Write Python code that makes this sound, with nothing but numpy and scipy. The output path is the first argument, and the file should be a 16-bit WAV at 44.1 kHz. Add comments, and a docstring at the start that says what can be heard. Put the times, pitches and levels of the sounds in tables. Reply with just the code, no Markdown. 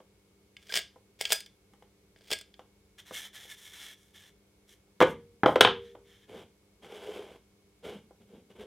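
"""Locking pliers grind on screw eyes in small wooden blocks and snap off them three times in the first seconds.
The blocks are then fanned out in the hands with a dry rasp, clacked down on a wooden work table and pushed
about on it, scraping and groaning, with two soft finger taps near the end. Snaps and knocks are noise cracks
with decaying sines; grinding, rubbing and sliding are trains of tiny filtered slips. A small workshop with a
faint mains hum lies underneath; a steady hiss spreads wide across the stereo; one close microphone."""
import sys
import numpy as np
from scipy import signal
from scipy.fft import rfft, irfft
from scipy.io import wavfile

SR = 44100
rng = np.random.default_rng(int(sys.argv[2]) if len(sys.argv) > 2 else 0)


def log_audio(samples):
    """Write samples as a 16-bit WAV file to the path given in sys.argv[1]."""
    # one column per channel
    frames = np.atleast_2d(samples).T
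    # limit to full scale, then quantise
    limited = np.clip(frames, -1, 1)
    pcm = np.round(limited * 32767).astype(np.int16)
    wavfile.write(sys.argv[1], SR, pcm)


N = 382126
TIME = np.arange(N) / SR

# Colour of the soft room air. Each row: frequency in Hz, density in dB per Hz.
AIR_COLOUR = [(20, -37.5), (35, -11.5), (55, -1), (90, -7), (135, -10.5), (195, -7), (260, -20.5),
              (400, -7), (620, -20.5), (1900, -29), (2220, -26), (2700, -28.5), (12000, -34), (16000, -42)]
AIR_DB = -67
# Mains hum and thin electrical whine. Each row: frequency in Hz, rms level in dB.
HUM_TONES = [(100, -78), (199.6, -73.5), (300, -78), (399, -78.5), (2196, -85.5), (11143, -98)]
# Colour of the steady hiss that widens the stereo. Each row: frequency in Hz, density in dB per Hz.
HISS_COLOUR = [(18, -44.5), (30, -15.5), (184, -4.5), (266, -12.5), (384, -1.5), (822, -14), (889, -12.5),
               (3220, -12), (16000, -18.5)]
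WIDE_HISS_DB = -73.5
# Reverberation of the workshop. Each row: frequency in Hz, 60 dB decay time in seconds.
ROOM_DECAY = [(100, 0.65), (300, 0.24), (800, 0.21), (1800, 0.26), (3400, 0.27), (7000, .23),
              (14000, 0.049)]
# Upper end of the microphone's range
CUTOFF_HZ = 15900

# Blocks pushed and nudged over the table. Each row: start in seconds, swelling in seconds,
# easing in seconds, scrape in dB, groan of the block in dB, rumble of the table in dB.
PUSH_STROKES = [(6.275, .1, 0.058, -53.5, -48, -54.5), (6.815, 0.034, 0.021, -50.5, -51.5, -57.5),
                (6.88, 0.077, 0.061, -49.5, -48, -62.5), (7.01, 0.16, 0.034, -48, -41, -59),
                (7.195, 0.026, 0.14, -54.5, -52.5, -63), (7.824, 0.044, 0.066, -47.5, -42, -51),
                (7.93, 0.021, 0.04, -57.5, -51.5, -49.5), (8.195, 0.017, 0.017, -67.5, -58, -53),
                (8.275, 0.081, 0.049, -66, -56.5, -58), (8.49, 0.017, .01, -57.5, -53, -58),
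                (8.55, 0.0089, .012, -55, -44.5, -57), (8.58, 0.033, 0.025, -51.5, -42.5, -49.5)]
# Colour of the scrape. Each row: frequency in Hz, density in dB per Hz.
SCRAPE_SPECTRUM = [(350, -18.5), (600, -0.5), (869, -5), (1260, -12.5), (1510, -9), (1850, -15.5),
                   (2210, -8), (2570, -14), (3250, -6.5), (4160, -22), (11700, -29), (16000, -39)]
# Resonances of a sliding block. Each row: frequency in Hz, width in Hz, level in dB.
GROAN_MODES = [(302, 170, -12.5), (400.4, 60, 0.5), (470, 64, 0.5), (544, 104, -5.5)]
# The table under a sliding block. Each row: frequency in Hz, width in Hz, level in dB.
TABLE_RUMBLE_MODES = [(83, 28, -6.5), (136, 60, -6.5), (198, 55, 4.5), (247, 80, 3)]

# Rasping and hissing swells, mostly of rubbed blocks, with faint ones among the knocks.
# Each row: start in seconds, swelling in seconds, easing in seconds, level in dB,
# fine hiss against the rasp in dB.
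RASP_SWELLS = [(2.977, 0.0087, 0.016, -44.5, -8.5), (3.048, 0.042, 0.046, -54.5, -6),
               (3.122, 0.052, 0.035, -42.5, -2.5), (3.2, 0.056, 0.021, -48, -5),
               (3.325, 0.032, 0.11, -50, -4.5), (3.475, .04, .028, -49.5, -2.5),
               (3.56, 0.11, 0.045, -55, -2), (3.714, 0.13, 0.089, -49.5, -5),
               (3.96, 0.077, 0.077, -72.5, 2), (4.13, 0.033, .13, -56.5, -6),
               (4.67, 0.059, .014, -62.5, -1), (5.05, 0.062, 0.017, -72, 12),
               (5.455, .015, 0.073, -60.5, 2.5), (5.8, 0.07, 0.054, -61.5, -14.5),
               (6.04, .08, 0.13, -64, -10)]
# Colour of the rubbed wood. Each row: frequency in Hz, density in dB per Hz.
RUB_SPECTRUM = [(180, -55), (300, -19), (348, -32), (624, -19.5), (1190, -18.5), (1750, -8), (2280, -10.5),
                (2520, -17), (3350, -2), (4520, -22.5), (5430, -13.5), (7690, -17), (8790, -16.5),
                (13800, -20.5), (16000, -30)]
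# Resonances of the rubbed blocks. Each entry: frequency in Hz.
RUBBED_BLOCK_HZ = [1720, 2151, 3050, 3387, 3890]

# A stroke takes hold, swells to its fastest moment, eases and lets go
GRAB_S = 0.021
SWELL_DB, EASE_DB = 5, 6  # below the fastest moment, at the start and at the end
LET_GO_DB_PER_S = 700.5

# Knocks of wood, and two soft finger taps near the end.
# Each row: time in seconds, level in dB, hardness in dB, edge click in dB.
KNOCKS_AND_TAPS = [(.003, -52, -7.5, -2), (0.9595, -53.5, -15, -5.5), (1.7355, -58, 1, 11),
                   (1.824, -53, 6.5, 9.5), (2.5932, -46, 6, 4.5), (3.109, -41, -11, 14),
                   (3.451, -56, -10, 0), (5.004, -18, 0, 2.5), (5.013, -11, -3, -3.5), (5.0205, -15, 0, -4),
                   (5.025, -14, -3, 5.5), (5.031, -16, -0.5, -2), (5.4342, -16, -15, -3.5),
                   (5.460, -12, -7, -2.5), (5.481, -20.5, -6, -0.5), (5.492, -20.5, -11.5, -0.5),
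                   (5.558, -14.5, -4, -0.5), (5.609, -6.5, 14.5, 1.5), (5.649, -11.5, 11.5, -12),
                   (5.673, -20.5, 8.5, -14.5), (5.951, -46.5, -5, 0), (8.108, -52, -21, 13),
                   (8.347, -57, -21, 3)]
# Dense, quickly damped modes of wood. Each row: frequency in Hz, density in dB per Hz.
WOOD_CRACK_COLOUR = [(30, -54.5), (80, -22.5), (160, -22), (260, -8.5), (470, 1.5), (620, -3), (850, -3.5),
                     (1600, -14), (2150, -16.5), (2600, -24), (3250, -14.5), (3800, -26.5), (4400, -33),
                     (10000, -45.5), (15500, -51.5)]
# Ringing of a block. Each row: frequency in Hz, level in dB, 60 dB decay time in seconds.
BLOCK_RING = [(388, -8.5, 0.04), (501, 1.5, .055), (723.6, 0, 0.013), (822.3, 1, 0.025), (950, -9.5, 0.016),
              (1010, -10.5, 0.084), (1285, -16, .05), (1480, -17, 0.081), (1750, -16, 0.016),
              (2090, -20, 0.045), (3020, -27, 0.074), (3240, -25.5, 0.1), (3710, -28, 0.056)]
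# Ringing of the table top. Each row: frequency in Hz, level in dB, 60 dB decay time in seconds.
TABLE_RING = [(75, -16, 0.56), (98, -20.5, 1.4), (114.9, -13.5, 0.31), (149, -12, 0.22), (197, -7, 0.28),
              (224.3, -11, 1.05), (260, -2.5, 0.14), (310, -9, 0.12), (391, -1, 0.45), (400, -9.5, 1.2),
              (472, -3.5, 0.71), (497, 2, 0.22)]
# The table top hums this far from a knock, and more after a harder one (dB, dB per dB of hardness)
TABLE_HUM_DB, HUM_PER_HARDNESS = -32, 0.6

# Each twist of the pliers. Each row: slip of the jaws in seconds, gripping before that in seconds,
# grinding at the slip in dB, ping of the freed jaw in dB.
PLIER_TWISTS = [(.765, .19, -30.5, -54.5), (1.214, 0.026, -38.5, -55), (1.254, .006, -41, -55),
                (1.329, .05, -32.5, -33.5), (2.322, .16, -46.5, -42.5)]
# Grinding swells with the strain, from a quiet creak, and dies after the slip
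STRAIN_DB_PER_S, CREAK_DB, SLACK_DB_PER_S = 311, -73.5, 419.5
# Steel clicks of the screw eyes. Each row: time in seconds, level in dB, wooden body in dB, treble in dB.
EYE_SNAPS = [(0.5672, -46, -11.5, -14.5), (0.6277, -60, -10.5, -6), (0.694, -45, 4.5, -12),
             (0.723, -35, 2, -9.5), (.740, -27, -2.5, -6), (.756, -27.5, -1, 1), (0.764, -26.5, -4.5, 3.5),
             (.773, -24, -3, 0), (0.787, -39.5, 5, 6), (1.2112, -27.5, 6, 7.5), (1.253, -26.5, -13, -12),
             (1.3046, -33, 7, 1), (1.3213, -18.5, 3, 7), (1.329, -22, -1, 16), (1.3585, -42, -5, 9),
             (1.4043, -41.5, -15, 3), (1.4616, -49.5, -4, -4), (2.1613, -58.5, 9, -28),
             (2.209, -60, 8, -12), (2.305, -37.5, 8.5, 2), (2.3145, -29.5, -0.5, 3),
             (2.3183, -29, 5.5, -22), (2.327, -28, -12, 0), (2.3325, -27, -3, -2.5), (2.3872, -45, -18, 3),
             (2.4116, -46.5, 2, 5), (2.5406, -54, -23.5, -23), (5.6081, -23.5, -7, 1.5)]
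# Dense, quickly damped modes of steel. Each row: frequency in Hz, density in dB per Hz.
STEEL_CRACK_COLOUR = [(60, -25.5), (110, -20), (270, -23), (480, -5.5), (650, -9.5), (1150, -15),
                      (1700, -6.5), (2220, -0.5), (2650, -4.5), (3350, 2.5), (3850, -7), (5000, -3.5),
                      (6200, -10), (8400, -10), (12400, -20), (14200, -15), (16000, -18.5)]
# Ringing of the gripped eye. Each row: frequency in Hz, level in dB, 60 dB decay time in seconds.
EYE_RING = [(444, -10.5, 0.057), (652, -14, 0.12), (1638, -7, 0.09), (2220, -4.5, 0.07),
            (2380, -7.5, 0.022), (3120, -2.5, 0.068), (3444, 0.5, 0.05), (4230, -10, 0.026),
            (4940, -0.5, 0.036), (5150, -4, 0.025), (7100, -3.5, 0.03), (8080, -6, 0.06),
            (8620, -20.5, 0.013), (9800, -15.5, 0.026)]
# Ringing of the freed jaw. Each row: frequency in Hz, level in dB, 60 dB decay time in seconds.
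JAW_RING = [(2046, -12.5, 0.27), (4200, -9, .11), (4950, 2.5, 0.24), (6850, -14, 0.18), (9040, -11.5, .19),
            (10230, -10.5, .15), (13770, -11, .19), (13960, -10, .16)]
# The eye squeaks once in the jaws. In order: start in seconds, length in seconds, pitch in Hz, peak in dB.
EYE_SQUEAK = (.698, .014, 1600, -39)


def from_db(db):
    """Decibels to gain."""
    return 10 ** (np.asarray(db) / 20)


def rms_one(x):
    """Scale to rms 1."""
    return x / np.sqrt(np.mean(x ** 2) + 1e-20)


def attack_one(x, size=256):
    """Scale a blow so that its first milliseconds have rms 1."""
    return x / np.sqrt(np.mean(x[:size] ** 2) + 1e-20)


def at_hz(points, hz):
    """Read a table on a log-frequency axis."""
    known_hz, values = np.transpose(points)
    return np.interp(np.log(np.maximum(hz, 1)), np.log(known_hz), values)


def band(x, hz, kind, order=2):
    """Butterworth filter."""
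    return signal.sosfilt(signal.butter(order, hz, kind, fs=SR, output="sos"), x)


def coloured(x, spectrum, size=4096):
    """Causal (minimum-phase) filter with the given spectrum."""
    level_db = at_hz(spectrum, np.fft.rfftfreq(size, 1 / SR))
    cepstrum = irfft(np.log(from_db(level_db)))
    # folding the cepstrum forward in time makes the phase minimal
    cepstrum[1:size // 2] *= 2
    cepstrum[size // 2 + 1:] = 0
    impulse = irfft(np.exp(rfft(cepstrum)))
    return signal.fftconvolve(x, impulse)[:len(x)]


def peak(x, hz, q):
    """One resonance, at rms 1."""
    return rms_one(signal.lfilter(*signal.iirpeak(hz, q, fs=SR), x))


def resonate(x, modes):
    """Drive parallel resonances of alternating sign; rms 1."""
    total = 0
    for k, (hz, width, db) in enumerate(modes):
        total = total + (-1) ** k * from_db(db) * peak(x, hz, hz / width)
    return rms_one(total)


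def dying(t, t60):
    """Exponential decay by 60 dB in t60 seconds."""
    return np.exp(-np.log(1000) * t / t60)


def add(out, s, sound):
    """Mix a sound in at a time."""
    part = out[int(s * SR):][:len(sound)]
    part += sound[:len(part)]


def ringing(modes, t, spread_db):
    """Each blow lands elsewhere and gives every mode a strength and sign of its own."""
    hz, db, t60 = np.transpose(modes)
    sign = rng.choice([-1, 1], len(hz))
    strength = sign * from_db(db + spread_db * rng.standard_normal(len(hz)))
    tones = np.sin(2 * np.pi * hz[:, None] * t) * dying(t, t60[:, None])
    return attack_one(strength @ tones)


def blow(modes, spectrum, crack_t60, ring_db):
    """A short crack of dense modes, and the few that ring on."""
    t = TIME[:SR // 8]
    burst = rng.standard_normal(len(t)) * dying(t, crack_t60)
    crack = attack_one(coloured(burst, spectrum))
    return crack + from_db(ring_db) * ringing(modes, t, spread_db=0.5)


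def friction(per_s, size_db, judder_db, judder_hz):
    """Tiny slips of uneven size, bunched by the judder of the hand."""
    slips = (rng.random(N) < per_s / SR) * rng.standard_normal(N)
    sizes_db = size_db * np.minimum(rng.exponential(1, N), 4)
    judder = rms_one(band(rng.standard_normal(N), judder_hz, "low"))
    return slips * from_db(sizes_db + judder_db * judder)


def stroke(start, swell_s, ease_s):
    """Gain over time of one movement."""
    t, length = TIME - start, swell_s + ease_s
    speed_db = np.interp(t, [0, swell_s, length], [-SWELL_DB, 0, -EASE_DB])
    let_go_db = LET_GO_DB_PER_S * np.clip(t - length, 0, 1)
    return np.clip(t / GRAB_S, 0, 1) * from_db(speed_db - let_go_db)


def strokes(rows):
    """The movement in each row, and the level columns that go with them."""
    return np.array([stroke(*row[:3]) for row in rows]), np.transpose(rows)[3:]


def room_tone():
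    """Soft low air noise with mains hum and a thin electrical whine."""
    tone = from_db(AIR_DB) * rms_one(coloured(rng.standard_normal(N), AIR_COLOUR))
    for hz, db in HUM_TONES:
        phase = rng.random()  # in cycles
        tone += from_db(db) * np.sqrt(2) * np.sin(2 * np.pi * (hz * TIME + phase))
    return tone


def wide_hiss():
    """Steady coloured hiss, used with opposite signs in left and right to widen the stereo."""
    return from_db(WIDE_HISS_DB) * rms_one(coloured(rng.standard_normal(N), HISS_COLOUR))


def workshop(x, wet_db, build_s):
    """Reflections from cluttered walls build up quickly and die band by band."""
    t = TIME[:SR * 2 // 3]
    edges = np.geomspace(50, 18000, 13)
    tail = np.zeros(len(t))
    for low, high in zip(edges, edges[1:]):
        t60 = at_hz(ROOM_DECAY, np.sqrt(low * high))
        tail += band(rng.standard_normal(len(t)), [low, high], "band") * dying(t, t60)
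    tail *= 1 - np.exp(-(t / build_s) ** 2)
    return from_db(wet_db) * signal.fftconvolve(x, tail / np.linalg.norm(tail))[:N]


def sliding():
    """Blocks scrape along the table; their coarser slips make the block groan and the table rumble."""
    fine_slips = friction(per_s=5000, size_db=-1.0, judder_db=0.5, judder_hz=62.6)
    scrape = rms_one(coloured(fine_slips, SCRAPE_SPECTRUM))
    coarse_slips = friction(per_s=1000, size_db=3.0, judder_db=1.0, judder_hz=45.5)
    groan = rms_one(band(resonate(coarse_slips, GROAN_MODES), [260, 800], "band"))
    rumble = rms_one(band(resonate(coarse_slips, TABLE_RUMBLE_MODES), 360, "low"))
    moves, levels_db = strokes(PUSH_STROKES)
    return sum(from_db(db) @ moves * layer for db, layer in zip(levels_db, (scrape, groan, rumble)))


def rasping():
    """Dry rasp and hiss of tiny slips, mostly of rubbed blocks; it favours now one resonance, now another."""
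    slips = friction(per_s=7000, size_db=-0.1, judder_db=0.8, judder_hz=69.13)
    fibres = coloured(slips, RUB_SPECTRUM)
    rasp = rms_one(band(fibres, 4500, "low", order=4))
    hiss = rms_one(band(fibres, 5000, "high", order=4))
    for hz in RUBBED_BLOCK_HZ:
        contact = rms_one(band(rng.standard_normal(N), 7, "low"))
        rasp = rasp + from_db(-17 + 5 * contact) * peak(fibres, hz, 45)
    moves, (db, hiss_db) = strokes(RASP_SWELLS)
    return from_db(db) @ moves * rms_one(rasp) + from_db(db + hiss_db) @ moves * hiss


def knocks_and_taps():
    """Soft contacts thud, hard ones clack; each sets the table top humming, the hard ones more."""
    out = np.zeros(N)
    for s, db, hard_db, edge_db in KNOCKS_AND_TAPS:
        knock = blow(BLOCK_RING, WOOD_CRACK_COLOUR, crack_t60=0.03, ring_db=-2.5)
        knock = coloured(knock, [(750, 0), (3000, hard_db), (4000, hard_db), (7000, hard_db + edge_db)])
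        # a small block radiates little bass
        knock = band(knock, 120, "high")
        add(out, s, from_db(db) * attack_one(knock))
        hum_db = db + TABLE_HUM_DB + HUM_PER_HARDNESS * hard_db
        add(out, s, from_db(hum_db) * ringing(TABLE_RING, TIME[:SR * 3 // 4], spread_db=1.0))
    return out


def strain(slip, grip_s, db):
    """Gain over time of the grinding in one twist."""
    t = TIME - slip
    build = from_db(db - STRAIN_DB_PER_S * np.clip(-t, 0, 1)) + from_db(CREAK_DB)
    slack = from_db(-SLACK_DB_PER_S * np.clip(t, 0, 1))
    return np.clip((t + grip_s) / GRAB_S, 0, 1) * build * slack


def grinding():
    """The jaws grind on the eye in tiny steel slips, then skip off it and leave a jaw pinging."""
    slips = friction(per_s=4000, size_db=0.5, judder_db=3.5, judder_hz=88)
    grit = rms_one(coloured(slips, STEEL_CRACK_COLOUR))
    out = np.zeros(N)
    for slip, grip_s, db, ping_db in PLIER_TWISTS:
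        out += strain(slip, grip_s, db) * grit
        add(out, slip, from_db(ping_db) * ringing(JAW_RING, TIME[:SR // 3], spread_db=1.0))
    return out


def squeak():
    """The eye squeaks in the jaws: one short sine under a half-sine swell."""
    out = np.zeros(N)
    s, length, hz, db = EYE_SQUEAK
    t = TIME[:int(length * SR)]
    add(out, s, from_db(db) * np.sin(np.pi * t / length) * np.sin(2 * np.pi * hz * t))
    return out


def snaps():
    """Bursts of steel snaps jolt the block: each a crack and a ring, with its own wooden body and treble."""
    out = np.zeros(N)
    for s, db, body_db, treble_db in EYE_SNAPS:
        snap = blow(EYE_RING, STEEL_CRACK_COLOUR, crack_t60=0.019, ring_db=-4.5)
        snap = coloured(snap, [(900, body_db), (2000, 0), (4500, 0), (10000, treble_db)])
        add(out, s, from_db(db) * attack_one(snap))
    return out


def scene():
    """Work in the hands and on the table, centred; hiss and a trace of reflections widen the stereo."""
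    hands = grinding() + snaps() + squeak() + rasping()
    table = knocks_and_taps() + sliding()
    mid = hands + workshop(hands, wet_db=-15.5, build_s=0.0087) + room_tone()
    mid = mid + table + workshop(table, wet_db=-10.0, build_s=0.0066)
    side = wide_hiss() + workshop(mid, wet_db=-43.5, build_s=.003)
    return np.array([mid + side, mid - side])


def record(dry):
    """The microphone rounds off loud peaks, sheds the deepest bass and cuts the top."""
    rounded = 1.4 * np.tanh(dry / 1.4)
    lean = band(rounded, 38, "high")
    # a steep low-pass: 0.2 dB ripple, 95 dB down above the cutoff
    return signal.sosfilt(signal.ellip(10, .2, 95, CUTOFF_HZ, fs=SR, output="sos"), lean)


dry = scene()
out = record(dry)
log_audio(out)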